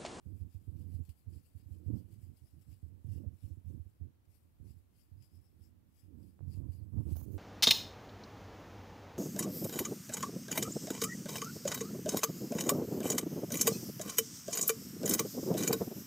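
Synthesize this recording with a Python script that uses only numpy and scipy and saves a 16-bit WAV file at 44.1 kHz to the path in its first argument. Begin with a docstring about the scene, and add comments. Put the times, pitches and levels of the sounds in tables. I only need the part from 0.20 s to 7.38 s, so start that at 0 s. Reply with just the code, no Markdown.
"""A fine steel comb rakes short dry hair and scalp in quick strokes, close to a hand-held phone.
From the start, hairs flick off the teeth on the open left microphone and the teeth ring near 5 kHz,
while the right one, under the holding hand, gets soft thumps and skin rubbing on the case.
Just before 1 s a tooth snags and snaps free a few times; from about 2.5 s the strokes space out.
After 6 s a finger taps the rim of the right port, and near 7 s it slides across with a hiss."""
import sys
import numpy as np
from scipy import signal
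from scipy.fft import rfft, irfft, next_fast_len
from scipy.io import wavfile
from scipy.ndimage import uniform_filter1d

SR = 44100
rng = np.random.default_rng(int(sys.argv[2]) if len(sys.argv) > 2 else 0)


def generate_wav(signal):
    """Clip the signal to [-1, 1] and save it as 16-bit WAV at the path in sys.argv[1]."""
    frames = np.transpose(np.atleast_2d(signal))
    scaled = np.clip(frames, -1, 1) * 32767
    pcm = np.round(scaled).astype(np.int16)
    wavfile.write(sys.argv[1], SR, pcm)


N = 316665
TIME = np.arange(N) / SR
LEAD = 1024  # samples of pre-roll ahead of a burst

# comb strokes: (peak time [s], level [dB], length [s])
STROKES = [(0.072, -78.5, 0.14), (0.195, -72.5, 0.081), (0.341, -71.5, .08), (0.46, -77.5, 0.18),
           (0.61, -71.5, 0.089), (0.749, -69.5, 0.1), (0.86, -72, 0.035), (0.904, -68.5, 0.061),
           (0.996, -73.5, 0.069), (1.154, -68.5, 0.08), (1.268, -71.5, 0.093), (1.398, -71.5, 0.077),
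           (1.54, -71.5, .1), (1.67, -75.5, 0.051), (1.781, -70.5, 0.12), (1.931, -70, 0.054),
           (2.04, -71.5, .11), (2.178, -70.5, 0.049), (2.288, -73, .125), (2.423, -71.5, .042),
           (2.518, -69.5, .064), (2.6, -79, 0.29), (2.94, -67, .12), (3.245, -70, 0.17), (3.32, -89, 0.051),
           (3.5, -74.5, 0.094), (3.69, -81, 0.33), (4.152, -71, 0.093), (4.28, -83, 0.18),
           (4.5, -69.5, 0.09), (4.597, -83, 0.093), (4.805, -71, 0.12), (4.92, -86, .07),
           (5.042, -68.5, 0.076), (5.15, -72, 0.061), (5.265, -76, 0.12), (5.446, -70.5, 0.088),
           (5.8, -69.5, 0.1), (6.02, -78, 0.06), (6.084, -75, 0.13), (6.34, -65.5, 0.09),
           (6.533, -69, 0.071), (6.606, -78, .12), (6.798, -74.5, 0.13), (6.919, -62, 0.079),
           (7.027, -72.5, 0.13), (7.18, -69, 0.13)]
# tone of hairs flicking off steel: (frequency [Hz], level [dB])
HAIR_EQ = [(400, -16), (1200, -12), (1900, -7), (2400, -0.5), (3100, -2), (3900, -5.5), (5000, -3),
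           (6100, -5.5), (7000, -2), (7800, 2), (9200, -2.5), (10600, 3), (12800, 0), (15700, -5)]
# ring of the teeth between thick hair and bare scalp: (time [s], pitch [Hz], relative level [dB])
TEETH_RING = [(0.2, 4900, -6), (0.75, 4730, -3.5), (1.35, 4800, 2), (1.55, 4900, -10), (1.9, 4780, 1),
              (2.1, 5050, -2), (2.5, 4810, -3.5), (3.3, 5460, -7), (4.15, 4800, -9), (4.8, 4760, -0.5),
              (5.04, 4980, 10), (5.3, 5240, 5), (6.0, 4980, 0), (6.53, 4700, 5.5), (6.8, 4550, -19)]
# a tooth catches and snaps free: (time [s], level [dB])
SNAGS = [(0.738, -65), (.761, -64), (0.851, -55), (0.892, -49.5), (4.052, -65), (5.023, -56), (5.039, -62),
         (6.339, -57)]


def comb(ring_db=-9.5, ring_width_hz=1150, rustle_db=-19, firm_db=-68, rise_share=0.52):
    """Each stroke swells and fades; hairs flick off the teeth, set them ringing and rustle back."""
    drive = flicks(per_s=890, spread_db=-0.55, decay_s=0.00016, tail_s=0.01, tail_share=1, smooth=0.28)
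    drive = wander(drive, depth_db=2.5)
    rasp = unit_rms(colour(drive, HAIR_EQ))
    fizz = cut(rasp, 10000, "high", order=1)
    ring_times, pitches, ring_levels = np.transpose(TEETH_RING)
    out = np.zeros(N)
    for s, db, length_s in STROKES:
        span = abs(TIME - s) < 0.25
        t = TIME[span] - s
        slope_s = length_s * np.where(t < 0, rise_share, 1 - rise_share)
        speed = np.exp(-abs(t / slope_s) ** 1.32)
        bright_db = -1 + 0.7 * max(firm_db - db, 0)  # light strokes brush only the hair tips
        hair = rasp[span] + (amp(bright_db) - 1) * fizz[span]
        hair = unit_rms(reflections(hair, echo_db=-15))
        teeth_hz = np.interp(s, ring_times, pitches)
        teeth_db = np.interp(s, ring_times, ring_levels)
        width_hz = ring_width_hz / amp(0.55 * teeth_db)  # free teeth ring purer than buried ones
        teeth = resonate(drive[span], teeth_hz, width_hz)
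        teeth = unit_rms(resonate(teeth, teeth_hz, width_hz))
        scrape = speed * (hair + amp(ring_db + teeth_db) * np.sqrt(speed) * teeth)
        scrape *= np.linalg.norm(speed) / np.linalg.norm(scrape)  # rms 1 at full speed
        fade = 1 - abs(t) / abs(t).max()
        rustle = amp(rustle_db) * fade * (1 - speed) * fizz[span]
        out[span] += amp(db) * (scrape + rustle)
    for s, db in SNAGS:
        snap = cut(burst(decay_s=0.0065, eq=HAIR_EQ), 11000, "low", order=1)
        add(out, s - LEAD / SR, amp(db) * snap)
    return out


def wander(x, depth_db, patch_s=0.03, patch_hz=600, size=512):
    """The colour shifts in patches as different teeth meet different tufts."""
    spectra = signal.stft(x, nperseg=size)[2]
    patches = rng.standard_normal(spectra.shape)
    for axis, span in enumerate([patch_hz * size / SR, patch_s * SR * 2 / size]):
        patches = uniform_filter1d(patches, max(round(span), 1), axis)
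    return signal.istft(spectra * amp(depth_db * unit_rms(patches)), nperseg=size)[1][:N]


def reflections(x, echo_db, spread_s=0.0033, count=6):
    """Tight echoes off scalp, fingers and handle, new for each place of the comb."""
    out = x.copy()
    for distance, polarity in rng.random((count, 2)):
        delay = 8 + int(distance * spread_s * SR)
        out[delay:] += amp(echo_db) * np.sign(polarity - 0.5) * x[:-delay]
    return out


# muffled skin rub through the covered port: (frequency [Hz], level [dB])
SKIN_EQ = [(60, -30.5), (130, -6), (185, 4.5), (245, 3), (315, 1), (400, -11.5), (520, -17), (750, -35.5),
           (1100, -66), (1700, -59), (4000, -83)]
# gritty edge of the rub: (frequency [Hz], level [dB])
GRIT_EQ = [(250, -19), (550, 9.5), (750, 5), (1000, 4.5), (1300, -5.5), (1800, -17), (3500, -31)]
# dry whisper of skin beside the port: (frequency [Hz], level [dB])
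WHISPER_EQ = [(2000, -13), (8000, -16.5), (10000, -6.5), (12000, 2), (15700, -3)]


def grip(tremor_trim_db=-2.5, rub_trim_db=-1.5, firm_db=-45, near_port_db=7):
    """The hand trembles on the case and its skin sticks and slips; firm rubbing turns gritty."""
    rub_db, tremor_db = pressure()
    tremor = case(rng.standard_normal(N), hz=89.5, width_hz=19.4, low_hz=60.8, top_hz=119.5)
    tremor = steadied(tremor, window_s=0.051)
    skin = slips(per_s=350, spread_db=2.5, smooth=0.39)
    rub = steadied(colour(skin, SKIN_EQ), window_s=0.047)
    grit = unit_rms(colour(slips(per_s=2200, spread_db=-3.5, smooth=0.9), GRIT_EQ))
    grit *= amp(near_port_db * (TIME > RIM_TAPS[0][0]))  # louder once the finger reaches the port
    whisper = unit_rms(colour(rng.standard_normal(N), WHISPER_EQ))
    firmness_db = rub_db - firm_db
    return (amp(tremor_db + tremor_trim_db) * tremor
            + amp(rub_db + rub_trim_db) * rub
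            + amp(-79 + 0.89 * firmness_db) * grit
            + amp(-82 + 0.37 * firmness_db) * whisper)


# the hand slips along the case: (start [s], length [s], rub before trim [dB], tremor before trim [dB])
HAND_SLIPS = [(0.049, 0.13, -52.5, -42.5), (0.194, 0.083, -56, -41.5), (0.338, 0.1, -67, -48.5),
              (0.468, 0.35, -53, -39.5), (0.877, 0.033, -61.5, -52), (1.057, 0.14, -57, -46),
              (1.339, 0.11, -64.5, -53.5), (1.477, 0.23, -57, -46.5), (1.678, .095, -37.5, -30.5),
              (1.793, 0.045, -56, -42.5), (1.84, 0.18, -60, -47.5), (2.042, 0.095, -59.5, -45.5),
              (2.208, 0.036, -64.5, -48), (2.327, 0.086, -64, -50), (2.464, 0.09, -62, -46.5),
              (2.622, .18, -61, -47), (2.853, 0.14, -56, -36), (2.944, 0.13, -47.5, -45.5),
              (3.071, 0.074, -57.5, -42.5), (3.222, 0.11, -55.5, -44), (3.365, 0.024, -57.5, -42.5),
              (3.444, 0.067, -67.5, -37), (3.489, 0.098, -50, -43.5), (3.652, 0.025, -64, -43.5),
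              (3.797, 0.089, -56.5, -44.5), (4.07, 0.039, -77, -55), (4.242, 0.029, -70, -63),
              (4.395, 0.12, -57, -47), (4.52, 0.077, -71.5, -49.5), (4.929, .11, -68, -49.5),
              (5.112, 0.1, -65, -49.5), (5.322, 0.28, -66, -58), (5.607, 0.11, -68.5, -70),
              (5.818, .05, -62.5, -51), (5.877, 0.22, -53, -48.5), (6.096, 0.22, -64.5, -61),
              (6.202, 0.22, -55, -39), (6.359, 0.12, -47.5, -37.5), (6.47, 0.26, -56, -42.5),
              (6.718, 0.046, -45.5, -35.5), (6.758, 0.053, -37, -25.5), (6.85, 0.071, -41.5, -32.5),
              (6.95, 0.19, -52, -40.5), (7.074, 0.22, -49.5, -39.5)]


def pressure(rest_rub_db=-75.5, rest_tremor_db=-65.5):
    """Rub and tremor envelopes in dB: a hand that is never quite still, plus a swell for each slip."""
    rub_power, tremor_power = amp(rest_rub_db) ** 2, amp(rest_tremor_db) ** 2
    for s, length_s, rub_db, tremor_db in HAND_SLIPS:
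        slip = held(s, length_s, attack_s=0.0077, release_s=0.022, arch_db=-4)
        rub_power += (amp(rub_db) * slip) ** 2
        tremor_power += (amp(tremor_db) * slip) ** 2
    return 10 * np.log10(rub_power), 10 * np.log10(tremor_power)


# the hand shifts and nudges the case: (time [s], peak level [dB])
NUDGES = [(0.058, -37), (0.122, -36), (0.207, -32.5), (0.346, -36.5), (0.478, -35), (0.74, -29.5),
          (0.799, -33), (0.886, -36.5), (1.071, -34.5), (1.157, -38), (1.349, -40), (1.458, -40),
          (1.507, -36.5), (1.661, -30.5), (2.028, -39.5), (2.481, -39.5), (2.629, -34.5), (2.845, -32.5),
          (2.888, -34), (2.937, -37), (3.063, -30), (3.237, -35), (3.307, -36.5), (3.544, -36),
          (3.594, -35.5), (3.81, -34), (4.401, -40), (4.497, -43), (4.915, -42), (5.403, -48.5),
          (6.227, -35.5), (6.272, -35.5), (6.374, -31), (6.485, -29), (6.614, -34.5), (6.745, -27.5),
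          (6.781, -45), (6.917, -26.5), (6.955, -34), (7.018, -32), (7.073, -32), (7.136, -33)]


def thumps(creak_db=-21):
    """Each nudge rocks the case for a few cycles, with a short creak of skin."""
    thump = case(signal.unit_impulse(6000))
    thump /= abs(thump).max()
    out = np.zeros(N)
    for s, db in NUDGES:
        add(out, s, amp(db) * thump)
        add(out, s - LEAD / SR, amp(db + creak_db) * burst(decay_s=0.0061, eq=SKIN_EQ))
    return out


def case(x, hz=85, width_hz=25, low_hz=58, top_hz=95):
    """The phone rocks in the soft hand: one low resonance with the sub-bass rolled off."""
    rocking = resonate(cut(x, low_hz, "high", order=4), hz, width_hz)
    return cut(rocking, top_hz, "low", order=2)


# skin stutters on the case: (start [s], length [s], slip rate [1/s], resonance [Hz], level [dB])
JUDDERS = [(0.776, 0.036, 126, 134, -49.5), (3.035, 0.016, 200, 525, -61.5),
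           (3.496, 0.041, 180, 457, -72.5), (7.061, 0.11, 98, 303, -48.5)]


def judders(width_hz=200, jitter=0.031):
    """Skin sticks and slips at a nearly even rate, each slip a short hollow knock."""
    out = np.zeros(N)
    for s, length_s, per_s, hz, db in JUDDERS:
        count = max(round(length_s * per_s), 1)
        train = np.zeros(round(length_s * SR) + 2048)
        slip_s = (np.arange(count) + jitter * rng.standard_normal(count)) / per_s
        onsets = np.clip(slip_s * SR, 0, len(train) - 1).astype(int)
        train[onsets] = rng.uniform(0.11, 1, count)
        knocks = resonate(resonate(train, hz, width_hz), hz, width_hz)
        knocks = cut(knocks, hz + width_hz, "low", order=4)  # the knocks keep no treble above the resonance
        add(out, s, amp(db) * knocks * np.sqrt(length_s * SR) / np.linalg.norm(knocks))
    return out


# a finger wipes over the right port: (start [s], length [s], level [dB])
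WIPES = [(6.957, .06, -53), (7.023, 0.03, -56), (7.063, .12, -68), (7.115, .035, -65.5)]
# hiss of the wipe: (frequency [Hz], level [dB])
WIPE_EQ = [(400, -2), (900, -6.5), (2000, -18.5), (3400, -22), (5000, -15), (5700, -18), (6450, -5.5),
           (7300, -14.5), (8500, -25), (9700, -9.5), (11000, -6), (12300, -3.5), (15700, -2)]
# the finger taps the rim: (time [s], knock peak [dB], knock cutoff [Hz], tick peak [dB])
RIM_TAPS = [(6.192, -51, 1200, -88), (6.207, -44.5, 480, -90), (6.957, -45.5, 800, -42),
            (6.967, -50, 900, -31.5), (7.015, -46, 850, -60)]
# sharp tick on the rim: (frequency [Hz], level [dB])
TICK_EQ = [(400, 29), (2000, -5), (3600, -0.5), (6500, -1), (8500, -29), (11000, 10), (15700, 12.5)]


def finger():
    """Skin ridges hiss across the port; each tap on its rim is a dull knock plus a sharp tick."""
    wiping = sum(amp(db) * held(s, length_s, attack_s=0.006, release_s=0.0035, arch_db=-1.5)
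                 for s, length_s, db in WIPES)
    ridges = flicks(per_s=870, spread_db=1.5, decay_s=0.0011, tail_s=0.0044,
                    tail_share=0.58, smooth=0.44)
    out = wiping * unit_rms(colour(ridges, WIPE_EQ))
    for s, knock_db, cutoff_hz, tick_db in RIM_TAPS:
        knock = cut(signal.unit_impulse(1024), cutoff_hz, "low", order=3)
        knock = cut(knock, 120, "high", order=1)
        add(out, s, amp(knock_db) * knock / abs(knock).max())
        add(out, s - LEAD / SR, amp(tick_db) * burst(decay_s=0.0022, eq=TICK_EQ))
    return out


# noise bed of each microphone: (frequency [Hz], density [dB/Hz])
BED_LEFT = [(20, -112), (50, -91), (80, -87), (130, -101), (220, -103), (310, -103), (480, -111),
            (900, -115), (1500, -121), (3000, -125), (5000, -128), (8000, -130), (12000, -128),
            (15700, -128)]
BED_RIGHT = [(20, -108), (70, -87), (200, -104), (500, -113), (800, -118.5), (1500, -121.5), (3000, -125),
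             (5000, -129), (8000, -131), (12000, -126.5), (15700, -124)]


def noise_bed(density):
    """Steady room rumble and microphone hiss."""
    return colour(rng.standard_normal(N), density) * np.sqrt(SR / 2)


def flicks(per_s, spread_db, decay_s, tail_s, tail_share, smooth):
    """Friction: a crowd of tiny snaps of uneven size, each with a short tail, over a smooth hiss."""
    sizes = amp(spread_db * np.minimum(rng.exponential(1, N), 4))
    energy = sizes ** 2 * (rng.random(N) < per_s / SR)
    snap, tail = np.exp(-TIME[:2048] / decay_s), np.exp(-TIME[:2048] / tail_s)
    decay = snap / snap.sum() + tail_share * tail / tail.sum()
    power = abs(signal.oaconvolve(energy, decay)[:N])
    return unit_rms(np.sqrt(power / power.mean() + smooth) * rng.standard_normal(N))


def slips(per_s, spread_db, smooth):
    """Friction: tiny releases of uneven size over a smooth hiss."""
    sizes = amp(spread_db * np.minimum(rng.exponential(1, N), 4)) * rng.choice([-1, 1], N)
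    clicks = unit_rms(sizes * (rng.random(N) < per_s / SR))
    return unit_rms(clicks + smooth * rng.standard_normal(N))


def burst(decay_s, eq, size=4096):
    """A short shaped crack of peak 1, starting LEAD samples in."""
    crack = rng.standard_normal(size) * np.exp(-TIME[:size] / decay_s)
    crack = colour(np.pad(crack, (LEAD, 0)), eq)
    return crack / abs(crack).max()


def held(s, length_s, attack_s, release_s, arch_db):
    """Envelope of a rub: attack, a hold that is firmest midway, release."""
    t = TIME - s
    attack = np.clip(t / attack_s, 0, 1)
    arch = amp(arch_db * (2 * np.clip(t / length_s, 0, 1) - 1) ** 2)
    release = np.exp(-np.clip((t - length_s) / release_s, 0, 20))
    return attack * arch * release


def steadied(x, window_s):
    """Evens out the slow swells of a random vibration, as a steady pressure does."""
    count = int(window_s * SR)
    power = uniform_filter1d(uniform_filter1d(x ** 2, count), count)
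    return x / np.sqrt(abs(power) + 1e-20)


def colour(x, eq):
    """Applies an EQ curve, its points joined by straight lines over log frequency."""
    size = next_fast_len(len(x) + 4096)
    hz, db = np.transpose(eq)
    curve_db = np.interp(np.log(np.fft.rfftfreq(size, 1 / SR) + 1), np.log(hz + 1), db)
    return irfft(rfft(x, size) * amp(curve_db), size)[:len(x)]


def resonate(x, hz, width_hz):
    """One resonance of gain 1."""
    return signal.lfilter(*signal.iirpeak(hz, hz / width_hz, fs=SR), x)


def cut(x, hz, kind, order):
    """Causal low-pass or high-pass."""
    return signal.sosfilt(signal.butter(order, hz, kind, fs=SR, output="sos"), x)


def add(mix, s, sound):
    """Mixes a sound in from time s."""
    part = mix[max(round(s * SR), 0):][:len(sound)]
    part += sound[:len(part)]


def amp(db):
    """Decibels to gain."""
    return 10 ** (np.asarray(db) / 20)


def unit_rms(x):
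    """Scales to rms 1."""
    return x / np.sqrt(np.mean(x ** 2) + 1e-20)


def scene(comb_bleed_db=-24, hand_bleed_db=-42):
    """Comb on the left, hand on the right, with a little bleed between them."""
    combing = comb()
    hand = thumps() + grip() + judders() + finger()
    left = combing + amp(hand_bleed_db) * hand + noise_bed(BED_LEFT)
    right = hand + amp(comb_bleed_db) * combing + noise_bed(BED_RIGHT)
    return np.array([left, right])


def record(dry):
    """A steep low-pass takes off the air above 15.8 kHz."""
    lowpass = signal.firwin(511, 15800, window=("kaiser", 9), fs=SR)
    return signal.oaconvolve(dry, lowpass[None], "same")


dry = scene()
out = record(dry)
generate_wav(out)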